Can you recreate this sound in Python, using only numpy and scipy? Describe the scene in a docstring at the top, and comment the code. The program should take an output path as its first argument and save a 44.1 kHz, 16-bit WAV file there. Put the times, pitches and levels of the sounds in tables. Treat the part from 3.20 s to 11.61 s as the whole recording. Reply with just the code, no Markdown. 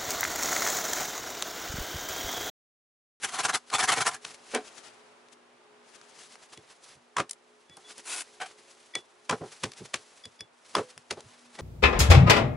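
"""A hand saw rasps in quick strokes through the bone of a frozen pig's head on a wooden box, outdoors,
and is put down. Sleeves rustle and boots brush the grass. An axe is set against the skull with a clink
and chops into it; the bone cracks as it is pulled apart and the head thumps on the lid.
Grainy contact forces ring bone, blade and box. A machine hums far away."""
import sys
import numpy as np
from scipy import signal
from scipy.fft import rfft, irfft
from scipy.io import wavfile
from scipy.ndimage import uniform_filter1d

SR = 44100
rng = np.random.default_rng(int(sys.argv[2]) if len(sys.argv) > 2 else 0)


def store_wav(level_fs):
    """Save 16-bit WAV to argv[1]."""
    pcm = np.round(np.clip(np.atleast_2d(level_fs), -1, 1) * 32767)
    wavfile.write(sys.argv[1], SR, pcm.T.astype(np.int16))


N = 370881
T = np.arange(N) / SR
LN_1000 = np.log(1000)  # 60 dB of decay

# wooden box, broad colour: freq_hz, density_db
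BOX_SPECTRUM = [(30, -41), (65, -16), (110, -2.5), (200, -5.5), (330, -3.5), (600, -4), (900, -10),
                (1400, -15), (2200, -27), (5000, -33.5), (11000, -45.5)]
# box resonances: freq_hz, width_hz, gain_db
BOX_MODES = [(146, 51, 3.5), (249, 30, 2.5), (372, 50, 4.5), (440, 45, 7), (565, 36, 2.5), (797, 78, 4)]
# brittle contact: freq_hz, density_db
SNAP_SPECTRUM = [(60, -35), (250, -12.5), (600, -4), (1200, 1.5), (2600, 0.5), (6000, -2.5), (9000, -8.5),
                 (11000, -9.5)]
LID_LAG_S = .00499  # push travels from head to lid


def amp(db):
    """Decibels to gain."""
    return 10 ** (np.asarray(db) / 20)


def unit_rms(x):
    """Scale to rms 1."""
    return x / np.sqrt(np.mean(x ** 2) + 1e-20)


def db_at(spectrum, hz):
    """Interpolate rows of freq_hz, db on a log-frequency axis."""
    freq_hz, db = np.transpose(spectrum)
    return np.interp(np.log(hz + 1), np.log(freq_hz + 1), db)


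def gain_curve(rows):
    """Gain over time from rows of time_s, level_db."""
    return amp(np.interp(T, *np.transpose(rows)))


def add(mix, start_s, sound):
    """Mix in at start_s, cropped to fit."""
    start = round(start_s * SR)
    sound = sound[max(-start, 0):]
    part = mix[max(start, 0):][:len(sound)]
    part += sound[:len(part)]


def wander(rate_hz):
    """Slow noise, rms 1."""
    hz = np.fft.rfftfreq(N, 1 / SR)
    return unit_rms(irfft(rfft(rng.standard_normal(N)) * np.exp(-(hz / rate_hz) ** 2), N))


def body(spectrum, modes=(), tilt_db_oct=0, size=4096):
    """Minimum-phase impulse response, unit energy: broad colour, tilt, resonances."""
    hz = abs(np.fft.fftfreq(size, 1 / SR))
    gain = amp(db_at(spectrum, hz) + tilt_db_oct * np.log2(np.maximum(hz, 100) / 1000))
    for mode_hz, width_hz, db in modes:
        gain *= np.sqrt(1 + (amp(db) ** 2 - 1) / (1 + (2 * (hz - mode_hz) / width_hz) ** 2))
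    gain = gain / (1 + (hz / 12000) ** 30) + 1e-5 * gain.max()
    log_response = np.conj(signal.hilbert(np.log(gain)))
    ring = np.fft.ifft(np.exp(log_response)).real[:size // 2]
    return ring / np.linalg.norm(ring)


def grains(count, spread_db):
    """Force of dense tiny fractures, uneven in size."""
    size, noise = rng.standard_normal((2, count))
    size = np.clip(np.repeat(size, 12)[:count], -2.2, 2.2)
    return unit_rms(noise * amp(spread_db * size))


def chatter(count, depth_db):
    """Stick-slip of steel: grip changes every few milliseconds."""
    grip = uniform_filter1d(uniform_filter1d(rng.standard_normal(count), 180), 90)
    return unit_rms(amp(depth_db * unit_rms(grip)))


def excite(force, envelope, ring):
    """Ring a body with a force, keeping the envelope's energy."""
    sound = signal.fftconvolve(force * envelope, ring)
    return sound * np.linalg.norm(envelope) / np.linalg.norm(sound)


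def swell(rise_s, fall_s):
    """Smooth stroke: time from its peak, envelope."""
    t = np.arange(-3.5 * rise_s, 3.5 * fall_s, 1 / SR)
    return t, np.exp(-np.maximum(-t / rise_s, t / fall_s) ** 1.5)


def blow(peak_s, db, rise_s, t60_s, ring, spread_db, impact=0.):
    """Grainy burst: force builds to an optional clean impact, then dies away. Gives start_s, sound."""
    t = np.arange(-4 * rise_s, t60_s, 1 / SR)
    envelope = np.exp(np.minimum(t / rise_s, -LN_1000 * t / t60_s))
    force = grains(len(t), spread_db)
    force[np.argmax(envelope)] += impact
    return peak_s + t[0], amp(db) * excite(force, envelope, ring)


def saw(teeth_per_s=900, grit_db=2.1, detune=.02, shake_db=-17.5, plate_width_hz=113., plate_db=5.):
    """Teeth catch at a rate that follows the stroke, tearing bone grains that ring blade and box."""
    # saw strokes: peak_s, level_db, rise_s, tilt_db_oct
    strokes = [(0.045, -27, .014, 1.5), (0.089, -38, .02, .3), (0.148, -32, .021, 0),
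               (0.198, -26, .016, -.8), (0.253, -23, .014, .3), (0.297, -24.5, .012, -.6),
               (0.35, -22.6, .014, -.2), (0.546, -21.5, .016, -.7), (0.602, -22, .014, .5),
               (0.637, -22, .014, 0), (0.695, -19, .013, .3), (0.728, -20, .013, 0),
               (0.779, -26.5, .018, -.5), (0.816, -23, .012, .2), (0.873, -20.7, .014, -.7),
               (0.917, -38.5, .01, -1.7), (0.945, -37, .018, 1.2)]
    # teeth in bone: freq_hz, density_db
    rasp = [(60, -45), (200, -25), (560, -16.5), (720, -6.5), (1300, -5.5), (1800, -7), (2700, -11),
            (5000, -11), (7500, -10.5), (9000, -13.5), (11000, -10.5)]
    # blade and skull resonances: freq_hz, width_hz, gain_db
    blade_modes = [(755, 72, 11.2), (1024, 48, 8.6), (1390, 40, 1.8), (2230, 90, 2.3), (3160, 170, 1.9),
                   (6190, 110, 4.6)]
    out, box = np.zeros(N), body(BOX_SPECTRUM, BOX_MODES)
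    for peak_s, db, rise_s, tilt_db_oct in strokes:
        t, push = swell(rise_s, 1.1 * rise_s)
        jitter = unit_rms(uniform_filter1d(rng.standard_normal(len(t)), 60))
        tooth_hz = teeth_per_s * np.sqrt(push) * (1 + .3 * jitter)
        tooth_phase = np.cumsum(tooth_hz) / SR % 1
        catch = (.5 + np.exp(-tooth_phase / .3)) * chatter(len(t), depth_db=1.5)
        # free blade length changes: crossfade two sets of plate modes
        slide_rad = np.clip(.5 + .5 * t / rise_s, 0, 1) * np.pi / 2
        for fade in (np.cos(slide_rad), np.sin(slide_rad)):
            modes = [(hz * (1 + detune * rng.uniform(-.98, 1)), width_hz, gain_db)
                     for hz, width_hz, gain_db in blade_modes]
            modes += [(hz, plate_width_hz, plate_db) for hz in 1100 * 10 ** rng.random(16)]
            force = catch * grains(len(t), grit_db)
            add(out, peak_s + t[0], amp(db) * excite(force, push * fade, body(rasp, modes, tilt_db_oct)))
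        add(out, peak_s + t[0], amp(db + shake_db) * excite(grains(len(t), grit_db), push, box))
    return out


def rustle(swish_db=-1.5, flutter_db=3.):
    """Cloth and grass rub, more at each swing of a limb; dull and crisp folds come and go."""
    # steady body movement: time_s, level_db
    movement = [(0, -58), (1.0, -70), (1.2, -60), (1.55, -58), (1.85, -71), (2.54, -88), (2.68, -63),
                (3.45, -62.5), (3.8, -76), (4.45, -68.5), (4.7, -58), (5.6, -59.5), (5.92, -70),
                (6.3, -55.5), (7.08, -60.5), (7.3, -79), (7.5, -55), (7.66, -55), (7.84, -69), (8.0, -60),
                (8.41, -62)]
    # limb swings: peak_s, level_db, rise_s
    swishes = [(0.497, -51.5, 0.034), (1.084, -43.5, 0.047), (1.322, -43.5, .032), (1.467, -49, .035),
               (1.582, -46, .015), (1.661, -48, .025), (2.13, -54, .01), (2.754, -50, 0.013),
               (3.01, -49, 0.078), (3.125, -45.5, .028), (3.23, -53.5, 0.013), (3.335, -44, 0.014),
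               (3.511, -50.5, .024), (3.684, -52, 0.07), (4.707, -42, 0.02), (4.79, -43, 0.021),
               (5.302, -56, .04), (5.78, -51, .03), (6.323, -46.5, .02), (6.59, -50.5, 0.024),
               (6.658, -43, 0.0087), (7.707, -49, 0.015), (7.995, -51, .012), (8.351, -48.5, 0.021)]
    # rubbing fibres: freq_hz, density_db
    cloth = [(60, -17.5), (200, -5), (400, 0), (1000, 0.5), (2500, 0.5), (6000, -0.5), (9000, -5.5),
             (11000, -6.5)]
    power = gain_curve(movement) ** 2
    for peak_s, db, rise_s in swishes:
        t, push = swell(rise_s, rise_s)
        add(power, peak_s + t[0], (amp(db + swish_db) * push) ** 2)
    out = np.zeros(N)
    for tilt_db_oct in (-1., 2.):
        envelope = np.sqrt(power / 2) * unit_rms(amp(flutter_db * wander(rate_hz=31.)))
        out += excite(grains(N, spread_db=2.5), envelope, body(cloth, tilt_db_oct=tilt_db_oct))[:N]
    return out


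def hum(drift=.00393, fading_db=3.):
    """Far machine tones waver in pitch and fade on their way through the air."""
    # machine tones: pitch_hz, level_db
    tones = [(242, -74.5), (361, -76), (422, -70), (544, -79.5)]
    # slow swells: time_s, lowest_tone_gain_db, upper_tones_gain_db
    swells = [(0, 4.5, 3), (1.8, 3, 3.5), (2.8, 1, 2.5), (3.6, -3.5, -4), (5.3, -5, 5), (6.0, -3.5, -1.5),
              (7.3, -3.5, -8), (8.3, 9, -8)]
    time_s, lowest_db, upper_db = np.transpose(swells)
    out = np.zeros(N)
    for k, (hz, db) in enumerate(tones):
        cycles = np.cumsum(hz * (1 + drift * wander(rate_hz=3.99))) / SR
        tone = unit_rms(amp(fading_db * wander(rate_hz=5.)) * np.sin(2 * np.pi * cycles))
        out += amp(db + np.interp(T, time_s, upper_db if k else lowest_db)) * tone
    return out


def air():
    """Far outdoor wash of noise."""
    # air colour: freq_hz, density_db
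    spectrum = [(25, -30), (60, -25), (120, -11.5), (200, -8.5), (400, -1.5), (800, 0.5), (1500, -4),
                (3000, -10), (6000, -18), (9000, -21), (11000, -23.5)]
    # air loudness: time_s, level_db
    levels = [(0, -66), (1.7, -57.5), (2.2, -62.5), (2.8, -60.5), (3.8, -65), (4.5, -65), (5.9, -64),
              (7.3, -64.5), (8.41, -63)]
    return signal.oaconvolve(rng.standard_normal(N), body(spectrum))[:N] * gain_curve(levels)


def snap(peak_s, db, tilt_db_oct):
    """Brittle burst, hardly any ring."""
    ring = body(SNAP_SPECTRUM, tilt_db_oct=tilt_db_oct)
    return blow(peak_s, db, rise_s=.0007, t60_s=.012, ring=ring, spread_db=7.)


def cracks():
    """Bone and tools snap now and then."""
    # small snaps: peak_s, level_db, tilt_db_oct
    snaps = [(0.046, -26.5, 3), (0.502, -33, 2), (1.144, -41, 2.5), (1.349, -21.5, 6), (2.086, -52, 0),
             (2.814, -44, -2), (3.156, -42.5, -1.5), (4.002, -22, -1.5), (4.095, -33.5, 7.5),
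             (4.111, -24.5, 9.5), (4.132, -38.5, 6.5), (4.57, -41, 8), (4.781, -38, 16), (6.111, -28, 2),
             (6.519, -37.5, 3), (6.536, -42, 3), (7.567, -31, -2), (7.778, -36, 1), (8.006, -40, 1)]
    out = np.zeros(N)
    for row in snaps:
        add(out, *snap(*row))
    return out


def thump(peak_s, db, tilt_db_oct):
    """A push on the lid booms the box briefly."""
    box = body(BOX_SPECTRUM, BOX_MODES, tilt_db_oct)
    return blow(peak_s, db, rise_s=.005, t60_s=.125, ring=box, spread_db=2.5)


def lid_pushes():
    """A saw stroke bumps the box, then the head rocks on the lid."""
    # pushes on the lid: peak_s, level_db, tilt_db_oct
    pushes = [(.775, -32, 0.5), (3.759, -58.5, -4.5), (4.573, -49.5, 5), (6.216, -33.5, -2),
              (6.240, -40.5, 1.5), (6.613, -39.5, -5), (7.77, -57, -13), (7.975, -40.5, 1.5),
              (8.047, -50.5, -10)]
    out = np.zeros(N)
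    for row in pushes:
        add(out, *thump(*row))
    return out


def knocks(rub_db=-17., rub_lag_s=.014):
    """The frozen head is seized and turned: hard knock, short rub, lid thump."""
    # knocks on the head: peak_s, level_db, lid_db
    hits = [(1.05, -30.5, -56), (6.439, -22, -31.5), (6.742, -21, -41.5), (7.911, -24, -35.5)]
    out, ring = np.zeros(N), body(SNAP_SPECTRUM, tilt_db_oct=-.63)
    for peak_s, db, lid_db in hits:
        add(out, *blow(peak_s, db, .0025, .027, ring, spread_db=5.5))
        add(out, *blow(peak_s + rub_lag_s, db + rub_db, .004, .083, ring, spread_db=4.5))
        add(out, *thump(peak_s + LID_LAG_S, lid_db, tilt_db_oct=-2.))
    return out


def saw_put_down():
    """The handle knocks on the lid; the loose blade rattles, and again when moved aside."""
    # handle landings: peak_s, level_db, t60_s
    landings = [(1.337, -29, .15), (1.351, -26.5, .15), (1.401, -40.5, 0)]
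    # wooden handle on lid: freq_hz, density_db
    handle = [(30, -50), (90, -22), (160, -23), (215, 2), (450, 1), (700, -1), (1000, -4.5), (1600, -11),
              (3000, -24), (11000, -49)]
    # hollow knock resonances: freq_hz, width_hz, gain_db
    hollow_modes = [(270, 50, 3.8), (436, 33, 11), (1640, 90, 6.5)]
    # blade clatters: peak_s, level_db, rise_s, t60_s, tilt_db_oct
    clatters = [(1.349, -25, .005, .12, -0.5), (1.377, -37, 0.0043, 0.066, -5.5),
                (5.204, -37, .002, .06, 0), (5.217, -30, 0.005, 0.11, 0), (5.233, -40.5, .003, 0.082, -2.5),
                (5.263, -41.5, 0.0051, 0.079, 2)]
    # thin steel: freq_hz, density_db
    blade = [(60, -30), (250, -17), (480, -9.5), (600, -8), (1000, -6), (2400, -7.5), (3000, -12.5),
             (6000, -17.5), (11000, -21)]
    # loose blade resonances: freq_hz, width_hz, gain_db
    blade_modes = [(745, 60, 11.5), (1510, 83, 9), (2340, 62, 6.5), (3170, 48, 10), (3980, 77, 5)]
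    out = np.zeros(N)
    for peak_s, db, t60_s in landings:
        add(out, *blow(peak_s, db, .001, t60_s, body(handle, hollow_modes), spread_db=3.5))
    for peak_s, db, rise_s, t60_s, tilt_db_oct in clatters:
        add(out, *blow(peak_s, db, rise_s, t60_s, body(blade, blade_modes, tilt_db_oct), spread_db=2.5))
    return out


def clink(start_s, db, centre_hz, contact_s, damping, focus_db=13, uneven_db=2.):
    """The axe head rings, favouring modes near centre_hz; slow contact leaves the longest mode."""
    # steel modes: freq_hz, level_db, t60_s
    axe_modes = [(1942, -1, 0.063), (2260, -2.5, .038), (3420, -5, 0.11), (4830, -2, .03),
                 (5300, -2, 0.022), (10200, -2, .035)]
    t = np.arange(SR // 4) / SR
    hz, mode_db, t60_s = np.transpose(axe_modes)[:, :, None]
    phase, share = rng.uniform(-1.1, 1, (2, len(axe_modes), 1))
    strength = amp(mode_db - focus_db * np.log2(hz / centre_hz) ** 2 + uneven_db * share)
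    decay = np.exp(-LN_1000 * damping * t / t60_s)
    ring = (strength * decay * np.sin(2 * np.pi * hz * t + np.pi * phase)).sum(0)
    ring *= (1 - np.exp(-t / contact_s)) ** 2
    peak_rms = np.sqrt(uniform_filter1d(ring ** 2, SR // 200).max())
    return start_s, amp(db) * ring / peak_rms


def axe_taps(first_clink_lead_s=.017):
    """The axe is set on the skull: faint clink, main clink, tick, lid thump. It sings when slid."""
    # placements: start_s, first_clink_db, ring_db, tick_db, lid_db, centre_hz, damping_ratio
    taps = [(3.375, -62, -55, -41, -49.5, 3000, 1.4), (4.497, -68, -59, -50, -57.5, 3600, 1.2),
            (5.753, -43, -29.5, -21.5, -39, 2750, .95), (7.054, -45, -42, -37.5, -50, 4600, 1.7),
            (7.207, -51.5, -40, -32.5, -50.5, 4700, 1.1), (8.388, -60, -41.5, -45, -35, 2100, .85)]
    # slides on bone: start_s, level_db
    slides = [(4.503, -57), (4.635, -55)]
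    out = np.zeros(N)
    for start_s, first_clink_db, ring_db, tick_db, lid_db, centre_hz, damping in taps:
        first_clink_s = start_s - first_clink_lead_s
        add(out, *clink(first_clink_s, first_clink_db, centre_hz, contact_s=.003, damping=damping))
        add(out, *clink(start_s, ring_db, centre_hz, contact_s=.0006, damping=damping))
        add(out, *snap(start_s, tick_db, tilt_db_oct=3.))
        lid_tilt_db_oct = -2 + .6 * (lid_db + 45)  # softer is duller
        add(out, *thump(start_s + LID_LAG_S, lid_db, lid_tilt_db_oct))
    for start_s, db in slides:
        add(out, *clink(start_s, db, centre_hz=3400, contact_s=.03, damping=.85))
    return out


def axe_chops(lid_hz=501.5, lid_t60_s=.27, split_width_hz=700, split_peak_db=9):
    """The edge bites the skull; a second crunchy burst with a low thump; bone splits as the head lands."""
    # chops: bite_s, bite_db, steel_db, crunch_db, crunch_tilt_db_oct, split_hz, lid_db, lid_tone_db
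    chops = [(3.968, -20, -48, -24, .8, 2400, -28.5, -57), (6.096, -18.5, -40, -27.5, -.6, 1500, -26, -47),
             (7.552, -16.5, -23, -29.5, .4, 1400, -23.3, -35)]
    # edge in bone: freq_hz, density_db
    bone = [(60, -33), (250, -21.5), (800, -13), (1150, -5), (1500, -9), (1800, -12), (3000, -17),
            (6000, -20.5), (11000, -30.5)]
    # skull resonances: freq_hz, width_hz, gain_db
    skull_modes = [(570, 61, 7), (1006, 104, 7.5), (1226, 150, 5), (4750, 500, -3)]
    out, t = np.zeros(N), np.arange(SR // 2) / SR
    lid_tone = np.exp(-LN_1000 * t / lid_t60_s) * np.sin(2 * np.pi * lid_hz * t)
    low_thump = body(BOX_SPECTRUM, BOX_MODES, tilt_db_oct=2.)
    landing = body(BOX_SPECTRUM, BOX_MODES, tilt_db_oct=1.6)
    for bite_s, bite_db, steel_db, crunch_db, tilt_db_oct, split_hz, lid_db, lid_tone_db in chops:
        second_burst_s, land_s = bite_s + .015, bite_s + .031
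        crunch = body(bone, skull_modes, tilt_db_oct)
        split = body(bone, skull_modes + [(split_hz, split_width_hz, split_peak_db)], tilt_db_oct)
        add(out, *blow(bite_s, bite_db, .0012, .033, body(bone, skull_modes), spread_db=1., impact=5.))
        add(out, *clink(bite_s, steel_db, centre_hz=5700, contact_s=.0004, damping=5))  # sunk in bone
        add(out, *blow(second_burst_s, crunch_db, .004, .11, crunch, spread_db=2.5))
        add(out, *blow(second_burst_s, lid_db - 4, .006, .11, low_thump, spread_db=2.))
        add(out, *blow(land_s, crunch_db - 1, .002, .075, split, spread_db=.5))
        add(out, *blow(land_s, lid_db, .004, .11, landing, spread_db=2.))
        add(out, land_s, amp(lid_tone_db) * lid_tone)
    return out


def saw_drag():
    """The flat of the saw slides off the lid in small jerks."""
    # drag loudness: time_s, level_db
    levels = [(4.83, -70), (4.86, -45.5), (4.88, -39), (4.93, -33.5), (4.955, -37), (4.98, -36),
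              (5.02, -37), (5.04, -72)]
    # steel on wood: freq_hz, density_db
    scrape = [(60, -32), (200, -26), (290, -4.5), (700, -4.5), (2500, 0.5), (5500, -0.5), (9000, 2.5),
              (11000, 1.5)]
    # flexing blade resonances: freq_hz, width_hz, gain_db
    flex_modes = [(715, 55, 9.6), (1000, 100, 5.7), (1450, 130, 6.1), (2600, 150, 6.1)]
    sliding = (T > levels[0][0]) & (T < levels[-1][0])
    force = grains(N, spread_db=2.) * chatter(N, depth_db=1.2)
    return excite(force, gain_curve(levels) * sliding, body(scrape, flex_modes))[:N]


def scatter(x, t60_s, delay_s, echoes_per_s=4000):
    """Sparse decaying reflections of random sign."""
    t = np.arange(SR // 2) / SR
    signs = rng.choice([-1., 1.], len(t))
    arrives = (rng.random(len(t)) < echoes_per_s / SR) & (t > delay_s)
    echoes = signs * arrives * np.exp(-LN_1000 * t / t60_s)
    return signal.oaconvolve(x, echoes / np.linalg.norm(echoes))[:N]


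def yard(near, fence_db=-23.):
    """Lid and fence scatter near sounds differently to each side; the treble leans left."""
    # side signal: freq_hz, gain_db
    spread = [(30, -12), (100, -23), (500, -21.5), (2000, -12.5), (6000, -13), (11000, -10.5)]
    # balance: freq_hz, left_minus_right_db
    balance = [(30, -1.5), (250, -1), (1000, -1), (2000, 1.4), (4000, 2), (8000, 2.5), (11000, -1)]
    hz = np.fft.rfftfreq(N, 1 / SR)
    mid = rfft(near + amp(fence_db) * scatter(near, t60_s=.091, delay_s=.008))
    side = rfft(scatter(near, t60_s=.044, delay_s=.0002)) * amp(db_at(spread, hz))
    lean = amp(db_at(balance, hz) / 2)
    return irfft(np.array([(mid + side) * lean, (mid - side) / lean]), N)


def scene(air_side_db=-2.5):
    """Work on the box, the man moving round it, far hum and air; stereo."""
    # the man's position: time_s, left_minus_right_db
    walk = [(1.0, 0), (1.4, 0), (1.6, 7), (2.75, 7), (3.05, 1), (3.4, -2), (5, -1), (8.41, -1)]
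    sides = np.array([[1], [-1]])
    work = saw() + saw_put_down() + saw_drag() + axe_chops() + cracks() + lid_pushes()
    work += axe_taps() + knocks()
    man = yard(rustle()) * gain_curve(walk) ** (sides / 2)
    return yard(work) + man + hum() + air() + amp(air_side_db) * air() * sides


def record(dry):
    """Steep low-pass."""
    cutoff_hz = 11170
    lowpass = signal.firwin(301, cutoff_hz, window=("kaiser", 8), fs=SR)
    return signal.oaconvolve(dry, lowpass[None], "same")


dry = scene()
out = record(dry)
store_wav(out)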